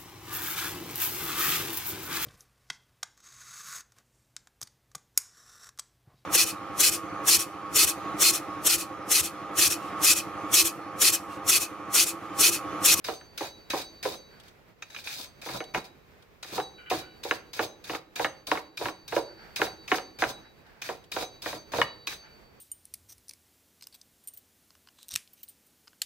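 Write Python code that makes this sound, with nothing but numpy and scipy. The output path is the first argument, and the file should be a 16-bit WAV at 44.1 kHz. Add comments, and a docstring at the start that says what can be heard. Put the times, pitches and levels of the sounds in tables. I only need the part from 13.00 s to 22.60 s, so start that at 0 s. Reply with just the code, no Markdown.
"""A steel wire brush with a wooden back is swept across a rusty wheel hub in a garage.
Stick-slip friction makes the wires hiss and scrape, and the load rumbles through the suspension.
The back knocks against the wheel studs; the hub flange rings on in beating modes after each stroke.
Behind it are a rustling glove, flicking wires, far metal taps and an outdoor hum. The garage
reverberates, and a phone with two microphone ports stands close by."""
import sys
import numpy as np
from scipy import signal
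from scipy.fft import rfft, irfft, next_fast_len
from scipy.io import wavfile
from scipy.ndimage import uniform_filter1d, map_coordinates

SR = 44100
rng = np.random.default_rng(int(sys.argv[2]) if len(sys.argv) > 2 else 0)


def pcm_store(signal):
    """Save signal as 16-bit PCM."""
    levels = np.round(np.clip(np.atleast_2d(signal), -1, 1) * 32767)
    wavfile.write(sys.argv[1], SR, levels.astype(np.int16).T)


N = 423360

# Brush strokes: start_s, bite_db, tick_db, full_pressure_db, full_after_s, lift_after_s, weight_db,
# low_ring_db, middle_ring_db, high_ring_db
STROKES = [(0.043, -46.0, -29.0, -52.5, 0.031, 0.097, -3, -69, -61, -60),
           (0.377, -45.5, -33.5, -50.5, 0.039, 0.099, -4, -59.0, -61.5, -63.5),
           (0.701, -42, -25, -48.5, 0.045, 0.12, -5, -59.5, -56.5, -61),
           (1.028, -45.5, -31.5, -49.5, 0.027, 0.11, -1.5, -59, -61.5, -61.5),
           (1.434, -70, -60.0, -71.0, 0.058, 0.052, 0, -86, -94.0, -94),
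           (1.821, -61, -30.5, -78.0, 0.049, 0.066, 0, -66, -76, -76.0),
           (1.9, -74, -43.5, -58.5, 0.075, 0.12, -7, -76.0, -80.0, -74.0),
           (2.04, -70, -60.0, -50, 0.084, 0.21, -10, -72, -70, -69.0),
           (2.416, -53.5, -39, -51, 0.095, 0.16, -1, -57, -61, -61),
           (2.739, -64, -37, -52, 0.031, 0.044, 5.5, -58, -85.0, -70),
           (2.842, -62, -52, -66.5, 0.007, 0.016, 3, -71, -84, -87),
           (3.427, -50.5, -30, -49.5, 0.13, 0.18, -2, -52, -62, -59.5),
           (3.9, -43, -28.0, -51, 0.03, 0.1, 1, -60.5, -62, -73),
           (4.233, -48.5, -34.0, -52, 0.057, 0.12, -4, -67, -69.0, -67.0),
           (4.533, -49.5, -37.5, -49, 0.088, 0.11, -1.5, -61.5, -75.0, -59.5),
           (4.84, -54, -42, -53.0, 0.082, 0.12, 0, -70.0, -82.0, -79.0),
           (5.157, -45, -30, -50, 0.067, 0.1, 3, -68, -64.5, -61),
           (5.469, -46.5, -35.0, -52.0, 0.053, 0.11, 3, -64, -67, -74.0),
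           (5.772, -48.5, -32.5, -50.5, 0.08, 0.11, 3, -64.0, -61.5, -64.5),
           (6.079, -50.5, -38.5, -51.0, 0.087, 0.11, 4.5, -62.0, -56, -66),
           (6.56, -39.5, -27, -48, 0.071, 0.096, 1.5, -58, -57, -60),
           (6.877, -68.0, -32, -49.5, 0.058, 0.096, 1, -63.0, -58, -60.5),
           (7.187, -62, -43, -51.5, 0.028, 0.12, 2.5, -56.5, -68.0, -65.0),
           (7.817, -52, -27.5, -52.5, 0.045, 0.12, -2.5, -71.0, -75.0, -74.0),
           (8.117, -47, -29, -50, 0.069, 0.11, 0, -56, -61.5, -59),
           (8.42, -48, -42, -51.5, 0.057, 0.14, -0.5, -66.0, -62, -62.5),
           (8.719, -69, -38, -50, 0.056, 0.11, 7, -53.0, -54.5, -68),
           (9.07, -42, -23.0, -51.5, 0.05, 0.066, -2, -65.5, -60, -61.5)]
# Mode pairs of the hub flange: pitch_hz, split_hz, t60_s
FLANGE_MODES = [(3901, -8, .65), (4558, -8, 1.2), (6244, 10, .38), (8138, -21, .26), (11083, -37, .3)]
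# Modes of a wheel stud: pitch_hz, width_hz, level_db
STUD_MODES = [(2436, 157, 3.5), (3300, 83, -11), (3660, 53, -16), (3900, 94, 5), (5060, 110, -2.5),
              (6400, 430, -2.5)]


def amp(db):
    return 10 ** (np.asarray(db) / 20)


def unit(x):
    return x / np.sqrt(np.mean(x ** 2) + 1e-20)


def along(points, hz):
    """Interpolation of (frequency_hz, value) points on a logarithmic frequency axis."""
    f, v = np.transpose(points)
    return np.interp(np.log(hz + 1), np.log(f + 1), v)


def wobble(rate):
    """Smooth random modulation with rate knots a second."""
    return map_coordinates(rng.standard_normal(int(N * rate / SR) + 4), [np.arange(N) * rate / SR])


def filtered(x, response):
    """Linear filtering: the spectrum of x times a complex frequency response."""
    m = next_fast_len(N + SR // 2)
    return irfft(rfft(x, m) * response(np.fft.rfftfreq(m, 1 / SR)), m)[..., :N]


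def resonances(modes):
    """Modal superposition: damped resonators (pitch_hz, width_hz, level_db) add with alternating sign."""
    return lambda f: sum((-1) ** k * amp(db) * 1j * f * width / (hz * hz - f * f + 1j * f * width)
                         for k, (hz, width, db) in enumerate(modes))


def stereo(pair, coherence):
    """Partial coherence: two unrelated signals mix as mid and side into left and right."""
    angle = lambda hz: np.arccos(np.clip(along(coherence, hz), -1, 1)) / 2
    mid, side = filtered(pair, lambda hz: np.array([np.cos(angle(hz)), np.sin(angle(hz))]))
    return np.array([mid + side, mid - side])


def grit(spectrum, grain_rate, grain_db):
    """Random amplitude modulation: a coloured noise pair of rms 1 whose level jumps in grains."""
    grains = amp(grain_db * wobble(grain_rate)) * rng.standard_normal((2, N))
    return unit(filtered(grains, lambda hz: amp(along(spectrum, hz))))


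def blows(events, modes, crack, vary_db):
    """Impact excitation: an impulse and a dying rattle drive the modes at each (start_s, db, t60_s)."""
    out, t = np.zeros((2, N + SR)), np.arange(SR // 4) / SR
    hz = np.fft.rfftfreq(len(t), 1 / SR)
    fade = np.clip(20 * (t[-1] - t) - 1, 0, 1)
    shapes = np.array([(-1) ** k * resonances([mode])(hz) for k, mode in enumerate(modes)])
    for s, db, t60 in events:
        shake = amp(-60 * t / max(t60, .001)) * rng.standard_normal((2, len(t)))
        shake[:, 0] = crack
        response = amp(vary_db * rng.standard_normal(len(modes))) @ shapes
        sound = fade * irfft(rfft(shake) * response, len(t))
        out[:, round(s * SR):][:, :len(t)] += amp(db) * sound / np.abs(sound).max(axis=1, keepdims=True)
    return out[:, :N]


def outdoor_hum():
    """Ambient noise enters through the open door, its level swaying a little."""
    # Spectrum of the hum: frequency_hz, density_db
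    spectrum = [(12, -23), (20, -13), (43, -1.5), (200, -7), (289, -11.5), (404, -6.5), (729, -13.5),
                (2510, -18.5), (2810, -23), (4930, -28), (9670, -41.5), (15200, -31.5), (16500, -49)]
    # Likeness of left and right: frequency_hz, coherence
    coherence = [(60, .45), (600, .3), (1500, .05)]
    hum = unit(stereo(grit(spectrum, grain_rate=20, grain_db=2.0), coherence))
    sway = amp(wobble(1.5))
    return amp(-56.5) * sway * hum


def garage(x):
    """Reverberation: convolution with a noise tail in which each frequency decays at its own rate."""
    # Reverberation times: frequency_hz, t60_s
    decay_times = [(150, 1), (500, 0.5), (1500, 0.37), (4000, 0.35), (10000, 0.22)]
    hz, t, spectra = signal.stft(rng.standard_normal((2, SR // 2)), SR, nperseg=256)
    decay = amp(-60 * t / along(decay_times, hz)[:, None])
    tail = signal.istft(spectra * decay, SR, nperseg=256)[1]
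    delayed = np.pad(x, ((0, 0), (300, 0)))
    return signal.fftconvolve(delayed, tail / np.linalg.norm(tail[0]), axes=1)[:, :N]


def far_taps():
    """Light impacts excite the narrow modes of something metal further off."""
    # Taps: start_s, level_db
    taps = [(3.7808, -43.5), (3.8605, -40.5), (4.02, -44.5), (9.2424, -54)]
    # Modes of the metal: pitch_hz, width_hz, level_db
    modes = [(1460, 62, -5), (2060, 73, -17), (2333, 30, -5), (2970, 84, -11.5)]
    return amp(2.5) * blows([(s, db, .6) for s, db in taps], modes, crack=3.6, vary_db=1)


def glove_rustle():
    """Light friction of glove and wires swells and fades between strokes."""
    # Hand movements: middle_s, length_s, level_db
    moves = [(1.4, 0.17, -63), (3.22, .04, -71.5), (6.3, 0.028, -58.5), (6.45, .12, -56),
             (7.456, .04, -59.5), (7.73, 0.14, -62.5), (9.255, 0.035, -58.5), (9.36, 0.13, -76)]
    # Spectrum of the rustle: frequency_hz, density_db
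    spectrum = [(350, -41), (600, -9), (891, -2.5), (1020, -14), (1500, -1), (3570, -20.5), (4720, -17),
                (6000, -26), (7800, -60), (13200, -120)]
    t, fade_db_per_s = np.arange(N) / SR, 350
    stir = sum(amp(db - fade_db_per_s * np.maximum(np.abs(t - s) - length / 2, 0))
               for s, length, db in moves)
    return amp(2.0) * stir * grit(spectrum, grain_rate=72, grain_db=1.0)


def wire_ticks():
    """Loose wires flick; heavy damping leaves only a short tick."""
    # Flicks: start_s, level_db
    flicks = [(1.3992, -48.5), (1.4815, -50), (2.6394, -44), (3.2236, -54.5), (7.666, -59), (8.04, -51.5)]
    modes = [(3400, 1200, 22), (10900, 9000, -28)]
    return amp(6.0) * blows([(s, db, .06) for s, db in flicks], modes, crack=1.5, vary_db=1)


def flange_ring():
    """Split mode pairs swell under a stroke, then beat in free decay until the next takes over."""
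    out, t = np.zeros((2, N + 2 * SR)), np.arange(-SR // 8, SR * 2 // 3) / SR
    mid_side_phase = np.array([[0], [np.pi / 2]])  # mid and side of the ring run a quarter cycle apart, which keeps its level steady
    swell = lambda t: np.clip(1 + t / 0.1, 0, 1)
    free_s = [row[0] + row[5] + .03 for row in STROKES]  # free decay begins just after lift-off
    for (*_, low_db, mid_db, high_db), s, next_s in zip(STROKES, free_s, free_s[1:] + [np.inf]):
        top_db = high_db + np.array([-10.5, -18]) + rng.normal(0, 3.6, size=2)
        start = SR + round(s * SR) - SR // 8
        for (hz, split_hz, t60), db in zip(FLANGE_MODES, [low_db, mid_db, high_db, *top_db]):
            phase, twin_phase = 2 * np.pi * rng.random(2)
            twin_share = .2 + .4 * rng.random()
            tone = np.sin(2 * np.pi * hz * t + phase + mid_side_phase)
            twin = twin_share * np.sin(2 * np.pi * (hz + split_hz) * t + twin_phase + mid_side_phase)
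            envelope = swell(t) * amp(-60 * np.maximum(t, 0) / t60) * (1 - swell(t + s - next_s))
            out[:, start:][:, :len(t)] += amp(db + 6.5) * envelope * (tone + twin)
    return out[:, SR:SR + N]


def knocks():
    """Each impact cracks and excites the modes of hub, wooden back and stud in its own proportion."""
    # The back catching on studs and flange: start_s, level_db, relative_thud_db
    catches = [(.085, -23, 0.5), (.212, -38.5, -12), (.408, -30.5, 4), (.735, -30, 8), (1.053, -23, 2.5),
               (2.462, -29, -5.5), (2.489, -24, -11), (2.605, -22.5, -7), (2.747, -13, -11.5),
               (3.445, -34.5, -10), (3.58, -21.5, 0), (3.601, -22.5, -20), (3.912, -26, 7.5),
               (3.939, -26, -2.5), (4.25, -33.5, 5), (4.311, -8, -13.5), (4.593, -13, -10),
               (4.628, -26, -3), (4.897, -22, -7), (4.933, -25, -5), (4.95, -19, -10.5), (5.196, -19.5, 0),
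               (5.246, -11, -10), (5.516, -7, -11.5), (5.554, -23, -7), (5.574, -21, -10.5),
               (5.813, -28, 4.5), (5.857, -18, -11), (5.885, -20.5, -11), (6.124, -24.5, -1),
               (6.165, -21, 5.5), (6.596, -30.5, 1), (6.617, -9, -10), (6.668, -27.5, -7),
               (6.917, -7.5, -9.5), (6.944, -17.5, -13.5), (6.984, -21, -9.5), (7.222, -10, -8.5),
               (7.239, -11.5, -13.5), (7.89, -22.5, -3.5), (8.165, -17, -8), (8.226, -27.5, -4),
               (8.441, -33, -15), (8.46, -20.5, -7), (8.529, -29.5, -2.5), (8.736, -24, -1.5),
               (8.785, -24, 2.5), (8.816, -3, -28), (8.826, -16.5, -19), (9.103, -37, -22),
               (9.126, -28.5, -19)]
    # Wire tips ticking a stud in mid-stroke: start_s, level_db
    tip_taps = [(1.947, -33.5), (1.963, -31), (1.987, -36.5), (2.073, -30.5)]
    # Modes of the hub: pitch_hz, width_hz, level_db
    hub_modes = [(960, 79, -4), (1293, 580, 0.5), (1786, 285, 0), (2196, 63, -3.5), (2915, 33, -3)]
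    # Modes of the wooden back: pitch_hz, width_hz, level_db
    wood_modes = [(317.6, 51, 2), (480, 95, 2), (645, 192, -3.5), (751.6, 30.3, 5), (924, 163, -6)]
    landings = [(s + .003, db) for s, _, db, *_ in STROKES]
    # a knock with more wood in it rattles longer
    hits = [(s, db, thud_db, -20.5, .075 + .002 * thud_db) for s, db, thud_db in catches]
    ticks = [(s, db, -23.5, -1.5, .047) for s, db in tip_taps + landings]
    s, db, thud_db, ping_db, t60 = np.transpose(hits + ticks)
    snap_modes = [(1660, 1640, 0.0202), (2890, 1700, 0.59)]
    snap = amp(2.0) * blows(zip(s, db, np.full_like(s, .0017)), snap_modes, crack=1.76, vary_db=-0.5)
    hub = amp(-3.5) * blows(zip(s, db, t60), hub_modes, crack=5.6, vary_db=3.5)
    wood = amp(5.0) * blows(zip(s, db + thud_db, 1.86 * t60), wood_modes, crack=7.2, vary_db=2)
    stud = amp(9.0) * blows(zip(s, db + ping_db, 0.97 * t60), STUD_MODES, crack=4.0, vary_db=5)
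    radiation = lambda hz: (1j * hz / (240 + 1j * hz)) ** 2  # too small a body to radiate bass
    cushion = lambda hz: (5500 / (5500 + 1j * hz)) ** 3  # wood and wire soften the blow
    return filtered(snap + hub + wood + stud, lambda hz: radiation(hz) * cushion(hz))


def pressure():
    """Contact force envelopes: each stroke bites at once, presses up to its full, sags and lifts off."""
    rise_db_per_s, sag_db_per_s, lift_db_per_s = 135, 59, 410
    bite, press, dig, load = np.zeros((4, N + SR))
    t = np.arange(SR // 2) / SR
    after = lambda s: np.maximum(t - s, 0)
    for s, bite_db, _, full_db, full_s, lift_s, weight_db, *_ in STROKES:
        span = slice(round(s * SR), round(s * SR) + len(t))
        rising_db = full_db - rise_db_per_s * np.maximum(full_s - t, 0)
        db = rising_db - sag_db_per_s * after(full_s) - lift_db_per_s * after(lift_s)
        bite[span] += amp(bite_db - 700 * t)
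        press[span] += amp(db)
        dig[span] += amp(db - 32 * t)  # the wires bend over and their tips dig less
        load[span] += amp(db + weight_db + 62 * t)  # the suspension takes more and more load
    return uniform_filter1d(np.array([bite, press, dig, load])[:, :N], SR // 400)


def suspension(load):
    """Structure-borne sound: the load rumbles through the suspension and rocks the car on its stand."""
    # Spectrum of the rumble: frequency_hz, density_db
    rumble_spectrum = [(140, -12), (230, -11), (303, -6.5), (473, -7.5), (752, -6), (892, -17), (991, -4.5),
                       (1100, -13.5), (1430, -10), (2420, -120)]
    # Spectrum of the rocking: frequency_hz, density_db
    rock_spectrum = [(20, -21), (40, -13), (70, -3.5), (130, 7.5), (220, -11), (400, -82)]
    rumble = amp(4) * load * grit(rumble_spectrum, grain_rate=60, grain_db=5)
    push = np.abs(uniform_filter1d(load, SR // 20))  # the heavy car follows the pressure slowly
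    return rumble + amp(-7.5) * push * grit(rock_spectrum, grain_rate=10, grain_db=2.5)


def brushing(bite, press, dig):
    """Stick-slip friction: wires hiss, rust scrapes, and studs and flange rasp in forced vibration."""
    # Spectrum of the slipping wires: frequency_hz, density_db
    wire_spectrum = [(1760, -26), (3000, -5), (3820, 5.5), (5950, -5), (6440, -3), (6960, -7), (7860, -9.5),
                     (10000, -13.5), (12600, -9.5), (15100, -13), (16200, -1), (16500, -47)]
    # Spectrum of the scraped rust: frequency_hz, density_db
    rust_spectrum = [(470, -44), (800, -5.5), (870, -6), (999, -18), (1640, 1), (1890, -6), (2450, 2.5),
                     (3040, -15), (3760, -14), (5000, -21), (6500, -7), (11000, -120)]
    tufts = amp(1.9 * wobble(30))  # rows of wires cross the edges unevenly
    slips = amp(11) * grit(wire_spectrum, grain_rate=400, grain_db=2.0)
    hiss = np.hypot(bite, press * tufts) * slips
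    rust = amp(9) * dig * amp(3 * wobble(25)) * grit(rust_spectrum, grain_rate=210, grain_db=0.0)
    damped_modes = STUD_MODES + [(hz, 25, 7.5) for hz, _, _ in FLANGE_MODES]  # wires damp the flange
    rasp = amp(6) * filtered(np.hypot(bite, dig * tufts) * slips, resonances(damped_modes))
    return hiss + rust + rasp


def scene():
    """Superposition of direct sound, reverberation and ambient noise at the two ports."""
    # Likeness of left and right for rubbing, room and small sounds: frequency_hz, coherence
    coherence = [(60, 0.92), (130, 1), (290, 0.86), (640, 0.66), (1410, 0.19), (3100, 0.042), (6820, 0.081),
                 (15000, 0.033)]
    # Likeness of left and right for the knocks: frequency_hz, coherence
    knock_coherence = [(200, 0.89), (1000, 0.79), (2500, 0.73), (6000, 0.31)]
    bite, press, dig, load = pressure()
    rubbed = brushing(bite, press, dig) + suspension(load) + flange_ring()
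    struck = knocks()
    room = amp(-14.5) * garage(rubbed + struck)
    small = glove_rustle() + wire_ticks() + far_taps()
    return stereo(rubbed + room + small, coherence) + stereo(struck, knock_coherence) + outdoor_hum()


def record(dry):
    """Microphone response: the ports differ in colour, the left lags, and both are band-limited."""
    # Level difference between the ports: frequency_hz, left_minus_right_db
    imbalance = [(60, -3.0), (110, -3.0), (200, -4.0), (380, -2.5), (700, -3.0), (1290, -2.0), (2380, -2.0),
                 (4400, -1.5), (8120, 9.5), (15000, 7.5)]
    side = np.array([[.5], [-.5]])
    lag_s, bass_hz, edge_hz, top_hz = 1.5 / SR, 45, 15800, 16800
    ports = lambda hz: amp(side * along(imbalance, hz)) * np.exp(-2j * np.pi * hz * side * lag_s)
    high_pass = lambda hz: 1j * hz / (bass_hz + 1j * hz)
    low_pass = lambda hz: np.where(hz > edge_hz, amp(-39), 1) * (hz < top_hz)
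    return filtered(dry, lambda hz: ports(hz) * high_pass(hz) * low_pass(hz))


dry = scene()
out = record(dry)
pcm_store(out)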